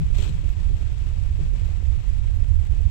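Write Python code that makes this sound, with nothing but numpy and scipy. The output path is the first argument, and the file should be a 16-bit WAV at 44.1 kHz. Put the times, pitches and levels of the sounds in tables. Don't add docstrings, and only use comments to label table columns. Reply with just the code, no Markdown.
import sys
import numpy as np
from scipy import signal
from scipy.io import wavfile
from scipy.ndimage import uniform_filter1d

SR = 44100
rng = np.random.default_rng(int(sys.argv[2]) if len(sys.argv) > 2 else 0)


def log_audio(samples):
    frames = np.atleast_2d(samples).T
    limited = np.clip(frames, -1, 1)
    pcm = np.round(limited * 32767).astype(np.int16)
    wavfile.write(sys.argv[1], SR, pcm)


def makeup_ratio(level_db):
    decades = np.asarray(level_db, float) / 20
    return 10 ** decades


N = 127890

# (f/Hz, level/dB per Hz)
RAIN_SPECTRUM = [(180, -87.5), (260, -98.5), (315, -69), (370, -80.5), (550, -81), (900, -84.5),
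                 (1500, -87.5), (2500, -84.5), (3500, -88.5), (5000, -94.5), (6500, -96), (7700, -93),
                 (8500, -99), (9600, -116), (11500, -109), (15700, -111)]


def evened(x):
    return x / np.sqrt(np.mean(x ** 2) + 1e-20)


def curve(points, at):
    return np.interp(at, *np.transpose(points))


def add(mix, s, sound):
    part = mix[round(max(s, 0) * SR):][:len(sound)]
    part += sound[:len(part)]


def sine(cycles):
    return np.sin(2 * np.pi * cycles)


def band(x, hz, width_hz):
    b, a = signal.iirpeak(hz, hz / width_hz, SR)
    return signal.lfilter(b, a, signal.lfilter(b, a, x))


def coloured(x, spectrum, size, patchy_db=0, tilt_db=0):
    overlap = size * 3 // 4
    hz, _, z = signal.stft(x, SR, nperseg=size, noverlap=overlap)
    patches = uniform_filter1d(rng.standard_normal(z.shape), size=6, axis=0)
    patches = evened(uniform_filter1d(patches, size=6, axis=1))
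    f, db = np.transpose(spectrum)
    shape = np.interp(np.log(hz + 1), np.log(f + 1), db)
    shape = shape + tilt_db * np.log2((hz + 1) / 4000)
    z = z * makeup_ratio(shape[:, None] + patchy_db * patches) * np.sqrt(SR / 2)
    return signal.istft(z, SR, nperseg=size, noverlap=overlap)[1][:N]


def flicker(seconds):
    size = max(round(seconds * SR), 2)
    return evened(uniform_filter1d(uniform_filter1d(rng.standard_normal(N), size), size))


def patter(per_s, spread_db):
    size_db = spread_db * np.minimum(rng.exponential(1, N), 3.5)
    hits = makeup_ratio(size_db) * (rng.random(N) < per_s / SR)
    envelope = signal.lfilter([1], [1, -0.94], hits)
    return evened(envelope * rng.standard_normal(N))


def rain(t):
    # (t/s, level/dB)
    shower = [(0, 0.5), (.5, 1), (1.0, 0.5), (1.5, -0.5), (2.0, 0.36), (2.5, -1.5), (2.9, -1)]
    wash = rng.standard_normal(N) * makeup_ratio(1.1 * flicker(0.014) + 0.2 * flicker(0.046))
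    wash = coloured(wash, RAIN_SPECTRUM, size=1024, patchy_db=0.24)
    drops = coloured(patter(per_s=1000, spread_db=7), RAIN_SPECTRUM, size=256, tilt_db=-1.5)
    spits = coloured(patter(per_s=260, spread_db=2.8), RAIN_SPECTRUM, size=256, tilt_db=5.0)
    return makeup_ratio(curve(shower, t)) * (wash + makeup_ratio(-11) * drops + makeup_ratio(-10) * spits)


def road_boom(t):
    # (f/Hz, level/dB per Hz)
    boom = [(10, -70), (22, -62), (32, -60), (44, -65), (64, -53), (77, -61), (90, -55), (103, -64),
            (130, -61), (155, -58), (175, -66), (200, -70), (250, -81), (400, -100), (700, -150)]
    # (t/s, level/dB)
    roughness = [(0, 3), (.12, 4), (.22, 0), (.4, 4), (.55, 1), (.72, 4), (.85, -2), (1.2, -2), (1.6, 2),
                 (1.8, -2), (2.1, 0), (2.9, -2)]
    return makeup_ratio(curve(roughness, t)) * coloured(rng.standard_normal(N), boom, size=8192, patchy_db=1.2)


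def drone(t):
    hz, rms_db, waver_db = 30.7, -41, 3
    level = makeup_ratio(rms_db + waver_db * flicker(.1))
    return level * np.sqrt(2) * sine(hz * t + rng.random())


def bumps():
    # (start t/s, length/s, f/Hz, peak level/dB)
    thumps = [(.012, .05, 60, -18), (0., .04, 155, -16.5), (.05, .04, 165, -31), (.28, .045, 145, -24),
              (.345, .03, 150, -27), (.3, .14, 63, -28), (.7, .07, 125, -31), (.725, .055, 70, -25),
              (1.29, .08, 64, -25), (1.398, .072, 143, -23.5), (1.41, .11, 63, -24)]
    out = np.zeros(N)
    for s, length, hz, db in thumps:
        u = np.arange(0, length, 1 / SR)
        swell = np.minimum(1.88 * np.sin(np.pi * u / length), 1)
        add(out, s, makeup_ratio(db) * swell * sine(hz * u))
    return out


def knocks(t):
    # (start t/s, level/dB before the mode levels)
    hits = [(.0, -38), (.102, -41), (.187, -30), (.228, -39), (.258, -36), (.285, -34), (.432, -37),
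            (.697, -35), (1.391, -32), (1.525, -38)]
    # (f/Hz before detuning, level/dB within a knock, time to fall 60 dB/s)
    modes = [(196.2, 2.5, 0.13), (261.5, -4, 0.12), (308, -4, 0.18), (400.5, -2, 0.11), (536, -8.5, 0.11),
             (682, -15, 0.081)]
    rise_s = .002
    out, u = np.zeros(N), t[:SR // 5]
    rise = np.minimum(u / rise_s, 1)
    detunes = rng.uniform(.94, 1.06, (len(hits), len(modes)))
    for (s, db), detune in zip(hits, detunes):
        ring = np.zeros(len(u))
        for (hz, mode_db, t60), d in zip(modes, detune):
            ring += makeup_ratio(mode_db - 60 * u / t60) * sine(hz * d * u)
        add(out, s, makeup_ratio(db) * rise * ring)
    return out


def buffeting(t):
    # (f/Hz, level/dB per Hz)
    turbulence = [(10, -42), (22, -35.5), (36, -32), (60, -37.5), (72, -33), (85, -37), (100, -42),
                  (125, -54), (200, -68), (300, -81), (400, -92), (560, -94), (750, -103), (1000, -111),
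                  (1400, -115), (2000, -121), (3000, -126), (5000, -132), (10200, -140), (11500, -112),
                  (15000, -124)]
    # (t/s, level/dB)
    flow = [(0, 1), (.3, -2.5), (.6, -2.5), (.9, 0), (1.2, -3.5), (1.5, -2), (1.8, -3), (1.92, 3.5),
            (2.0, -4), (2.09, -1), (2.22, 0.5), (2.31, 1.5), (2.43, -2.5), (2.55, 2.5), (2.68, -3),
            (2.9, 2)]
    lumps = makeup_ratio(1.63 * flicker(.035)) * rng.standard_normal(N)
    return makeup_ratio(curve(flow, t)) * coloured(lumps, turbulence, size=8192, patchy_db=.5)


def wiper(t):
    # (t/s, level/dB over the rain spectrum, before the blade colour)
    sweep = [(.11, -19.5), (.15, 3), (.178, 5), (.186, 12.5), (.203, 8), (.211, 11), (.22, 9), (.243, 10.5),
             (.258, 6), (.282, 3.5), (.295, 5.5), (.312, -4), (.38, -8.5)]
    # (f/Hz, level/dB)
    blade = [(150, -6), (400, 1), (600, -4), (1200, -3), (1700, -5), (2600, 2), (3500, 4), (4500, 1.5),
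             (5200, 0), (6000, 2), (8000, 3), (12000, 3)]
    hz = sorted(f for f, _ in RAIN_SPECTRUM + blade)
    colour = list(zip(hz, curve(RAIN_SPECTRUM, hz) + curve(blade, hz)))
    chatter_db, judder_db = 2 * flicker(0.0015), 1.96 * flicker(.004)
    sweeping = (t > sweep[0][0]) * (t < sweep[-1][0])
    stroke = makeup_ratio(curve(sweep, t) + chatter_db + judder_db) * sweeping
    return stroke * coloured(rng.standard_normal(N), colour, size=256, patchy_db=1.0)


def ticks(t):
    # (start t/s, level/dB before the lift and the high-pass)
    large_drops = [(0.1814, -52), (0.4913, -54), (0.5247, -56), (1.1383, -63), (1.2426, -64), (1.28, -63),
                   (1.3149, -60), (1.3748, -60), (1.3937, -66), (1.6681, -61.5), (2.1311, -61),
                   (2.3486, -57), (2.6658, -58)]
    t60_s, lift_db, low_hz = 0.024, 8, 11900
    out, u = np.zeros(N), t[:SR // 20]
    for s, db in large_drops:
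        add(out, s, makeup_ratio(db + lift_db - 60 * u / t60_s) * rng.standard_normal(len(u)))
    return signal.lfilter(*signal.butter(4, low_hz, "high", fs=SR), out)


def puffs(t):
    # (centre t/s, level/dB of the main swing, half-width/s to 1/e)
    gusts = [(.228, -44, 0.0056), (0.458, -45.5, 0.0036), (.558, -55, 0.0023), (.765, -45.5, 0.005),
             (1.618, -40, 0.0033), (1.691, -40.5, 0.0021), (1.828, -36.5, 0.0019), (1.921, -58, .004),
             (2.297, -51, 0.0035), (2.727, -50, 0.0021), (2.808, -41.5, 0.0057)]
    port_hz, spread = 485, 0.082
    hiss = evened(signal.lfilter([1], [1, -1.8, .81], rng.standard_normal(N)))
    out = np.zeros(N)
    for (s, db, w), (a, b) in zip(gusts, rng.random((len(gusts), 2))):
        u = t - s
        hz = port_hz * (1 + spread * (2 * a - 1))
        swing = sine(hz * u + b)
        swing = swing + 0.67 * sine(0.5 * hz * u + a)
        swing = swing + 0.45 * sine(1.4 * hz * u + a + b)
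        out += makeup_ratio(db) * np.exp(-(u / w) ** 2) * (swing + makeup_ratio(-21) * hiss)
    return out


def squeaks(t):
    # (start t/s, length/s, f/Hz, rms level/dB at the height of the swell)
    whistles = [(0.768, 0.063, 11600, -70.5), (2.313, .08, 12000, -70), (2.58, 0.045, 11900, -71)]
    noise = rng.standard_normal(N)
    out = np.zeros(N)
    for s, length, hz, db in whistles:
        swell = np.sin(np.pi * np.clip((t - s) / length, 0, 1))
        out += makeup_ratio(db) * swell * evened(band(noise, hz, width_hz=500))
    return out


def hum(t):
    # (start t/s, end t/s, rms level/dB)
    spells = [(.88, 1.36, -36), (2.46, 3.0, -37)]
    hz, fade_s = 119, .05
    level = np.zeros(N)
    for start, end, db in spells:
        level += makeup_ratio(db) * np.clip(np.minimum(t - start, end - t) / fade_s, 0, 1)
    return level * np.sqrt(2) * sine(hz * t + rng.random())


def scene():
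    t = np.arange(N) / SR
    road = road_boom(t) + drone(t) + bumps() + knocks(t) + hum(t)
    left = rain(t) + ticks(t) + road + wiper(t) + squeaks(t)
    right = buffeting(t) + puffs(t)
    return np.array([left, right])


def low_pass(x):
    return signal.sosfilt(signal.butter(12, 15830, fs=SR, output="sos"), x)


def record(dry):
    return low_pass(dry)


dry = scene()
out = record(dry)
log_audio(out)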